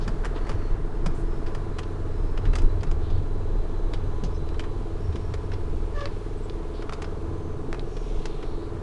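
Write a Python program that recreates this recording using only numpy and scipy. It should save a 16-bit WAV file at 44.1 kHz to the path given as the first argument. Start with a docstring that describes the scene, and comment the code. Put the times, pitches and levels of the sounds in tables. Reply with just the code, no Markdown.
"""A low sway and a booming floor, heard from a window seat in a slowly rolling railway carriage.
Uneven track shakes the body, more so at each jolt; the wheels roar through the walls and sing faintly.
A small motor knocks its housing about 21 times a second over a faint hum; the running gear thumps below.
Panels rub as the carriage flexes. Close to the microphone loose fittings click in a short, padded echo,
and at 6 s one of them sticks and slips in a brief squeak. Mono, with a thin airy hiss behind it all."""
import sys
import numpy as np
from scipy import signal
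from scipy.fft import rfft, irfft, next_fast_len
from scipy.io import wavfile
from scipy.ndimage import uniform_filter1d

SR = 44100
rng = np.random.default_rng(int(sys.argv[2]) if len(sys.argv) > 2 else 0)


def output_pcm(signal):
    """Save a mono or channel-first signal as 16-bit PCM at the path in sys.argv[1].

    Samples are clipped to [-1, 1] before scaling.
    """
    pcm = np.clip(np.atleast_2d(signal).T, -1, 1) * 32767
    wavfile.write(sys.argv[1], SR, np.round(pcm).astype(np.int16))


N = 388962
TIME = np.arange(N) / SR

# echo of the compartment: f/Hz, t60/s
CABIN_DECAY = [(200, 0.14), (1500, 0.33), (5000, 0.27), (10000, 0.15)]
# airy hiss: f/Hz, relative density/dB
HISS_SPECTRUM = [(1200, -7), (2200, 4), (3000, 1), (4200, 0), (5000, -4.5), (6500, -6), (8200, -7.5),
                 (10000, -7), (11000, -7.5)]
# its course: t/s, relative level/dB
HISS_LEVEL = [(0, -55), (0.85, -58.5), (1.3, -57), (3.6, -58), (6.2, -56), (7.6, -58), (8.15, -55),
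              (8.82, -58)]
# singing modes of the wheels: start/s, end/s, f/Hz, glide/Hz, width/Hz, level/dB
WHEEL_MODES = [(0.3, .76, 4420, -80, 420, -66), (.8, 1.7, 5250, -1, 400, -74),
               (1.303, 3.3, 3990, 0, 250, -71.5), (2.8, 5.15, 3990, -40, 200, -69),
               (3.65, 4.35, 6200, 2, 450, -76), (4.305, 4.335, 5350, -100, 250, -68),
               (4.337, 4.375, 5240, -100, 280, -62), (4.338, 4.395, 5950, 300, 400, -66),
               (4.93, 5.55, 5450, -1, 350, -70), (6.365, 6.415, 8100, -5, 400, -69.5),
               (6.425, 6.47, 7750, -200, 800, -66), (6.75, 7.75, 6250, -2, 300, -76),
               (7.79, 8.2, 5600, -1, 450, -68), (7.83, 8.2, 6660, 0, 800, -74),
               (8.15, 8.62, 5550, 5, 450, -74)]
# rubs of panels and seats: start/s, end/s, f/Hz, glide/Hz, width/Hz, level/dB
RUBS = [(0, 0.06, 4450, -2, 3500, -54), (.2, .94, 1600, 1, 1200, -58.5), (.345, .405, 944, 0, 1000, -51),
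        (0.389, .56, 872, 3, 700, -55), (0.341, 0.398, 3000, 0, 3600, -52.5),
        (0.279, .85, 2750, 1, 900, -66), (0.382, .8, 5770, 0, 1400, -72),
        (1.135, 1.235, 7800, 0, 5600, -62), (2.05, 2.6, 5150, -1, 600, -70),
        (2.99, 3.23, 3700, 3, 2000, -58.5), (3.208, 5.2, 3424, 0, 1100, -70),
        (6.726, 6.837, 3840, -500, 2200, -56.5), (6.761, 7.202, 1167, -3, 800, -54.5),
        (7.85, 8.3, 5800, -400, 2200, -66), (7.959, 8.5, 3145, 399, 2100, -60),
        (8.05, 8.79, 3860, 700, 1300, -62)]
# steady hum: f/Hz, rms level/dB, wander/Hz
HUM_TONES = [(333.2, -49, .65), (614, -64.5, 1.7), (670.6, -60, 1.8), (913, -66.5, 1.8), (1004, -58, 1.05),
             (1687, -71.5, 1.81)]
# speed of the motor: t/s, rate/Hz
MOTOR_SPEED = [(0, 20.73), (0.8, 20.43), (1.3, 20.88), (3.6, 20.52), (4.2, 20.77), (6.55, 20.56),
               (6.85, 21.3), (8.82, 21.25)]
# its throb at the seat: t/s, level/dB
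MOTOR_LEVEL = [(0, -42.5), (1.4, -42.5), (4.8, -42.5), (7.1, -41), (8.82, -41)]
# modes of its housing: f/Hz, relative level/dB, t60/s
HOUSING_MODES = [(162, -17, 0.027), (338.3, -11.5, 0.15), (420, 2.5, 0.089), (484, -4.5, 0.041),
                 (850, -28, 0.026)]
# knocks from under the floor: t/s, level before the envelope/dB, f/Hz
KNOCKS = [(0.068, -27, 173), (0.358, -37, 730), (1.061, -25, 119), (2.476, -30, 204), (2.533, -33, 383),
          (2.629, -20.5, 84.5), (2.631, -30.5, 263), (3.63, -38, 550), (4.226, -25.5, 145),
          (4.234, -38, 510), (5.148, -29.5, 245), (5.735, -35, 342)]
# partials of the squeak, first upward: rms level/dB, change in the tight grip/dB, growth/(dB/s)
SQUEAK_PARTIALS = [(-37, -9, 20), (-46.5, 10.5, 17), (-48, 0, -13), (-62, -4, 50), (-61, -1, 30),
                   (-60, -3, 42)]
# resonances and hollows of the panel that carries the fittings: f/Hz, width/Hz, gain/dB
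PANEL_MODES = [(1620, 600, -0.5), (2200, 230, -1.5), (4150, 970, -2.5), (4800, 790, 1.5), (7200, 600, -2.5),
               (8600, 850, -4), (9400, 700, 4.5)]
# nearby clicks: t/s, level above 1800 Hz/dB, body colour/dB, treble colour/dB, t60/s, ring/Hz, ring/dB
CLICKS = [(0.078, -37, 17.5, -1.5, 0.052, 4750, 7.5), (0.2372, -45, 17, -18, 0.055, 1500, 10),
          (0.2465, -37.5, 9, -3, .067, 1650, 8), (0.2536, -37, 13, -3, 0.055, 1850, 4),
          (0.3608, -50, 13, -12, 0.13, 1300, -2), (0.4671, -46.5, 17, -2, 0.12, 2180, 3),
          (0.4918, -38.5, 15, -4, 0.078, 4700, 5), (0.514, -46, 17, -5, 0.1, 4700, 2),
          (1.061, -33.5, 13, -2, 0.042, 4760, 5), (1.4626, -46, 7, -14, 0.12, 5000, 3),
          (1.549, -38, 13, -5, .04, 4750, 8), (1.786, -33.5, 6.5, -8, 0.047, 3000, 4.5),
          (1.832, -44, -1, -17, 0.043, 3200, 2), (2.376, -37.5, 7, -12, 0.039, 2800, 6),
          (2.4528, -43, 10, -13, 0.11, 3600, 3), (2.533, -38, 12, -11, .048, 2700, 4),
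          (2.5544, -31.5, 11.5, -1, 0.047, 4570, 8), (2.584, -38, 10, -6, 0.057, 5100, 5),
          (2.617, -47.5, 18, 3, 0.065, 9400, 7), (2.808, -47.5, 5, -12, 0.047, 4700, 8),
          (2.833, -37, 12, -6, 0.03, 7040, 7), (2.869, -52, 7, -12, 0.08, 4500, 9),
          (2.914, -40, 9, -6, 0.031, 7200, 5), (3.1009, -49, 5, -12, .07, 5000, 4),
          (3.9351, -36, 5.5, -12.5, 0.058, 3620, 5.5), (4.236, -42, -2, -10, 0.12, 6200, 7),
          (4.488, -48, 8, -13, 0.062, 3060, 1), (4.5426, -48.5, 6, -14, 0.054, 3480, 5),
          (4.594, -33.5, 5, -8.5, .055, 2900, 6.5), (4.6374, -44, 14, -12, 0.054, 2900, 2),
          (5.1248, -49, 4, -12, 0.064, 3610, 6), (5.157, -41, 6, -11, 0.049, 3200, 1),
          (5.3384, -38, 9.5, -8, 0.05, 5300, -1), (5.5168, -44, 9.5, -15, 0.079, 1500, 2),
          (5.5352, -42, 2, -19, 0.044, 5400, 10), (6.0077, -38.5, -3, -21, 0.032, 5300, 6),
          (6.0568, -28.5, 7, -17, 0.017, 4450, 10.5), (6.074, -44, 6, -16, 0.036, 2200, 10),
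          (6.498, -36, -6, -22, 0.014, 3500, 6), (6.823, -42, 17, -7, 0.036, 4700, 6),
          (6.895, -35.5, 16, -11, 0.022, 2400, 2), (6.9246, -38.5, 14, -8, 0.03, 2350, -2),
          (6.9335, -38, 5, -7, 0.048, 4300, 4), (7.02, -36, 6.5, -5, 0.043, 1500, 4),
          (7.043, -40.5, 9, -17, 0.045, 5300, 8), (7.7292, -30, 12, -7, 0.014, 1900, 3),
          (7.745, -42, 16, -8, 0.032, 2400, 0), (7.795, -35.5, 2, -18, 0.016, 4150, 9),
          (7.968, -41, -3, -12, 0.029, 2600, 5), (8.256, -33, 4, -8, 0.034, 6300, 4),
          (8.4252, -45.5, 9, -13, 0.11, 2800, 4)]
# rolling noise through the walls: f/Hz, relative density/dB
ROAR_SPECTRUM = [(90, 1), (120, 15.5), (148, 12.5), (178, 9), (198, 4), (235, 7.5), (355, 9), (400, -1),
                 (480, 2), (540, 0), (630, -1.5), (900, -3), (965, -6.5), (1130, -4), (1750, -14.5),
                 (2100, -22.5), (4000, -58)]
# its course: t/s, relative level/dB
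ROAR_LEVEL = [(0, -45), (1.4, -46), (2.6, -45.5), (3, -46), (4.3, -46), (6.2, -48.5), (6.9, -46.5),
              (7.5, -45.5), (8.2, -46.5), (8.82, -46.5)]
# its treble against the rest: t/s, gain/dB
ROAR_TREBLE = [(0, 3.5), (1.1, 3), (2.6, 1.5), (4.2, -2), (5.6, .5), (6.6, 0.5), (7.4, -3.5), (8.2, -5.5),
               (8.82, 1)]
# sway of the body: f/Hz, relative density/dB
SWAY_SPECTRUM = [(8, -6), (17, -1.5), (22, -2.5), (29, -1.5), (37, -5), (43, -25), (50, -19.5), (62, -23)]
# boom of the floor: f/Hz, relative density/dB
BOOM_SPECTRUM = [(56, -7.5), (64, -5), (72, 0), (84, -11), (103, -9), (112, -17), (135, -15), (170, -22)]
# narrow resonances of the floor: f/Hz, width/Hz, relative level/dB
FLOOR_MODES = [(74.33, 3.1, -2.5), (93.43, 4.06, -0.5)]
# shaking by the uneven track, jolts aside: t/s, sway/dB, boom/dB
RIDE = [(0, -25, -38.5), (0.9, -24.5, -38.5), (1.3, -23, -38), (1.9, -30.5, -34.5), (2.3, -23.5, -32.5),
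        (2.7, -25, -29), (3.3, -23.5, -31), (3.8, -23.5, -37), (4.3, -25.5, -32), (4.9, -27.5, -36),
        (5.3, -30.5, -30.5), (5.8, -25.5, -34), (6.3, -30, -38), (6.9, -30, -40), (7.3, -32, -32.5),
        (7.9, -27.5, -41.5), (8.3, -28, -47), (8.82, -34.5, -34)]
# bumps in the track (a negative rise counts as none): t/s, sway rise/dB, boom rise/dB
JOLTS = [(0.56, 0, 11), (0.74, 6.5, 3), (1.07, 2.5, 4), (2.49, 8.5, 4), (2.65, 12.5, 1.5), (2.9, 7.5, 0.5),
         (3.16, 4, 5.5), (4.06, -2.5, 6.5), (5.1, -2, 8), (8.16, 7, 4), (8.51, 11, 2)]


def amp(db):
    """Decibels to gain."""
    return 10 ** (np.asarray(db) / 20)


def unit(x):
    """Scales to rms 1."""
    return x / np.sqrt(np.mean(x ** 2) + 1e-20)


def at_hz(points, hz):
    """Reads a table on a log-frequency axis."""
    f, value = np.transpose(points)
    return np.interp(np.log(hz + 1), np.log(f + 1), value)


def curves(rows):
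    """Every column after the first as a curve in time."""
    s, *columns = np.transpose(rows)
    return [np.interp(TIME, s, c) for c in columns]


def add(mix, s, sound):
    """Mixes a sound in at s seconds."""
    part = mix[max(round(s * SR), 0):][:len(sound)]
    part += sound[:len(part)]


def noise(spectrum):
    """Noise of a given spectrum, falling steeply outside it."""
    hz = np.fft.rfftfreq(N, 1 / SR) + 1e-3
    skirts = 1 / (1 + (spectrum[0][0] / hz) ** 6 + (hz / spectrum[-1][0]) ** 6)
    return unit(irfft(rfft(rng.standard_normal(N)) * amp(at_hz(spectrum, hz)) * skirts, N))


def band(hz, width_hz, size=N):
    """Noise in one resonance; at 0 Hz, a random drift."""
    f = np.fft.rfftfreq(size, 1 / SR)
    return unit(irfft(rfft(rng.standard_normal(size)) / (1 + (2 * (f - hz) / width_hz) ** 4), size))


def sustained(x, seconds):
    """Evens out the slow swells of a vibration, keeping its quick ones."""
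    size = max(int(seconds * SR), 2)
    return x / np.sqrt(uniform_filter1d(uniform_filter1d(x ** 2, size), size) + 1e-9)


def friction(strokes, fade_share):
    """Strokes of friction, each in one gliding resonance that swells and fades."""
    out = np.zeros(N)
    for start, end, hz, glide_hz, width_hz, db in strokes:
        size = max(int((end - start) * SR), 64)
        phase = 2 * np.pi * np.cumsum(hz + glide_hz * np.linspace(-.5, .5, size)) / SR
        a, b = (band(0, width_hz, next_fast_len(size))[:size] for _ in range(2))
        stroke = unit(a * np.cos(phase) + b * np.sin(phase))
        add(out, start, amp(db) * stroke * signal.windows.tukey(size, fade_share))
    return out


def cabin_echo(x):
    """The padded compartment around the microphone: sparse reflections that die quickly."""
    taps = rng.standard_normal(SR // 3) * (rng.random(SR // 3) < 2500 / SR)
    hz, t, spectra = signal.stft(taps, SR, nperseg=256)
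    tail = signal.istft(spectra * amp(-60 * t / at_hz(CABIN_DECAY, hz)[:, None]), SR, nperseg=256)[1]
    return signal.fftconvolve(x, np.r_[np.zeros(SR // 300), tail / np.linalg.norm(tail)])[:N]


def air_and_wheel_song():
    """Farthest back: an airy hiss, with high modes of the wheels wavering faintly in it."""
    singing = friction(WHEEL_MODES, fade_share=0.5)
    hiss = noise(HISS_SPECTRUM) * amp(curves(HISS_LEVEL)[0] - 2 + 0.35 * band(0, 40))
    return hiss + singing * amp(3.5 * band(0, 10))


def rubbing():
    """Soft, grainy friction of panels and seats as the carriage flexes."""
    return friction(RUBS, fade_share=0.46) * amp(band(0, 200))


def hum():
    """Faint steady tones, each wandering a little in level and pitch."""
    out = np.zeros(N)
    for hz, db, wander_hz in HUM_TONES:
        gain = amp(db + 2.5 * band(0, 5.2))
        phase = 2 * np.pi * np.cumsum(hz + wander_hz * band(0, 8.9)) / SR
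        out += gain * np.sin(phase)
    return np.sqrt(2) * out


def motor():
    """Each turn of a small motor gives a soft knock that rings its housing."""
    turns = np.cumsum(curves(MOTOR_SPEED)[0]) / SR + .62
    beats = np.diff(np.floor(turns), prepend=0) * amp(.5 * rng.standard_normal(N))
    t = np.arange(SR // 6) / SR
    # neighbouring modes swing against each other, so the ring takes a few ms to build
    ring = sum((-1) ** k * amp(db - 60 * t / t60) * np.sin(2 * np.pi * hz * t)
               for k, (hz, db, t60) in enumerate(HOUSING_MODES))
    throb = unit(signal.oaconvolve(beats, ring * (1 - np.exp(-t / 0.0014)))[:N])
    return amp(curves(MOTOR_LEVEL)[0]) * throb


def gear_knocks(rise_s=.003, fall_s=.026):
    """Heavily damped thumps of the running gear under the floor, too broad to have a clear pitch."""
    out, t = np.zeros(N), np.arange(SR // 4) / SR
    for s, db, hz in KNOCKS:
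        thump = sustained(band(hz, 1.05 * hz, len(t)), .02)
        add(out, s, amp(db) * thump * (1 - np.exp(-t / rise_s)) * np.exp(-t / fall_s))
    return out


def squeak(centre_s=6.008, swell_s=0.06, grip_at_s=5.998, grip_s=0.02):
    """A nearby fitting sticks and slips; in the tightest grip the pitch sags and the octave takes over."""
    t = np.arange(-SR // 4, SR // 4) / SR  # from the middle of the push
    swell = np.exp(-(t / swell_s) ** 4)
    grip = np.exp(-((centre_s + t - grip_at_s) / grip_s) ** 2)
    pitch_hz = 576 - 12 * grip - 80 * t
    jitter = 1 + 0.03 * band(0, 470, len(t))
    phase = 2 * np.pi * np.cumsum(pitch_hz * jitter) / SR
    tone = np.zeros(len(t))
    for k, (db, grip_db, growth) in enumerate(SQUEAK_PARTIALS, 1):
        shake_db = 2.5 * band(0, 130, len(t))
        tone += np.sqrt(2) * amp(db + grip_db * grip + growth * t + shake_db) * np.sin(k * phase)
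    rub = amp(-53.5) * band(2900, 6600, len(t)) * (1 + 0.58 * np.cos(phase))
    out = np.zeros(N)
    add(out, centre_s + t[0], swell * (tone + rub))
    return out


def click(body_db, treble_db, t60, ring_hz, ring_db, slips_per_s=3600, ring_width_hz=950):
    """A dry crack: a sharp first break, then tiny dying slips that ring the fitting and its panel."""
    t = np.arange(4096) / SR
    hz = np.fft.rfftfreq(len(t), 1 / SR)
    decay = amp(-60 * t / max(t60, .01))
    catches = rng.random(len(t)) < slips_per_s / SR
    slips = rng.standard_normal(len(t)) * (catches + 0.18) * (1 - np.exp(-t / 0.0009)) * decay
    # the shorter the click, the more of it lies in the first break
    share = np.exp(-(t60 / 0.03) ** 2)
    burst = np.sqrt(share) * (t == 0) + np.sqrt(1 - share) * slips / np.linalg.norm(slips)
    colour = [(100, -27.5), (450, body_db + 2), (1400, body_db - .5), (4000, -1.5),
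              (7500, treble_db), (11000, treble_db - 13.5)]
    # the panel is tuned a little differently at each spot
    modes = [(f * (1 + .025 * rng.standard_normal()), width, db) for f, width, db in PANEL_MODES]
    modes.append((ring_hz, ring_width_hz, ring_db))
    modes_db = sum(db / (1 + (2 * (hz - f) / width) ** 2) for f, width, db in modes)
    log_gain = np.log(amp(at_hz(colour, hz) + modes_db))
    # minimum phase: nothing rings before the break
    response = np.exp(np.conj(signal.hilbert(np.r_[log_gain, log_gain[-2:0:-1]])))[:len(hz)]
    spectrum = rfft(burst) * response
    bright = irfft(spectrum * (hz > 1800))
    return irfft(spectrum) * np.linalg.norm(decay) / np.linalg.norm(bright)


def fittings():
    """Loose parts close to the microphone click as the carriage flexes."""
    out = np.zeros(N)
    for s, level_db, *shape in CLICKS:
        add(out, s, amp(level_db) * click(*shape))
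    return out


def wheel_roar(split_hz=1440):
    """Rolling noise heard through the walls; its treble slowly rises and falls."""
    roar = noise(ROAR_SPECTRUM) * amp(curves(ROAR_LEVEL)[0] + 7.5 + 0.59 * band(0, 30))
    treble = signal.sosfiltfilt(signal.butter(4, split_hz, "high", fs=SR, output="sos"), roar)
    return roar + treble * (amp(curves(ROAR_TREBLE)[0]) - 1)


def sway_and_boom(jolt_rise_s=0.043, jolt_fall_s=0.055):
    """Uneven track sways the body and booms the floor beneath the microphone, harder at each jolt."""
    sway_db, boom_db = curves(RIDE)
    for s, sway_rise_db, boom_rise_db in JOLTS:
        jolt = np.exp(-((TIME - s) / np.where(TIME < s, jolt_rise_s, jolt_fall_s)) ** 2)
        sway_db += max(sway_rise_db, 0) * jolt
        boom_db += max(boom_rise_db, 0) * jolt
    sway = sustained(noise(SWAY_SPECTRUM), 0.069)
    flutter_db = 1.2 * band(0, 17.6)
    floor = amp(-1) * noise(BOOM_SPECTRUM)
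    floor += sum(amp(db) * band(hz, width) for hz, width, db in FLOOR_MODES)
    return sway * amp(sway_db - 0.13 + flutter_db) + sustained(floor, 0.14) * amp(boom_db)


def scene():
    """One microphone at a window seat; only the nearby clicks and squeak carry the cabin's echo."""
    near = fittings() + squeak()
    ride = sway_and_boom() + wheel_roar()
    background = air_and_wheel_song() + rubbing() + motor() + hum() + gear_knocks()
    return (background + ride + near + amp(-14) * cabin_echo(near))[None]


def record(dry, edge_hz=10750):
    """The band limit of the recorder."""
    return signal.oaconvolve(dry, signal.firwin(161, edge_hz, window=("kaiser", 8), fs=SR)[None], "same")


dry = scene()
out = record(dry)
output_pcm(out)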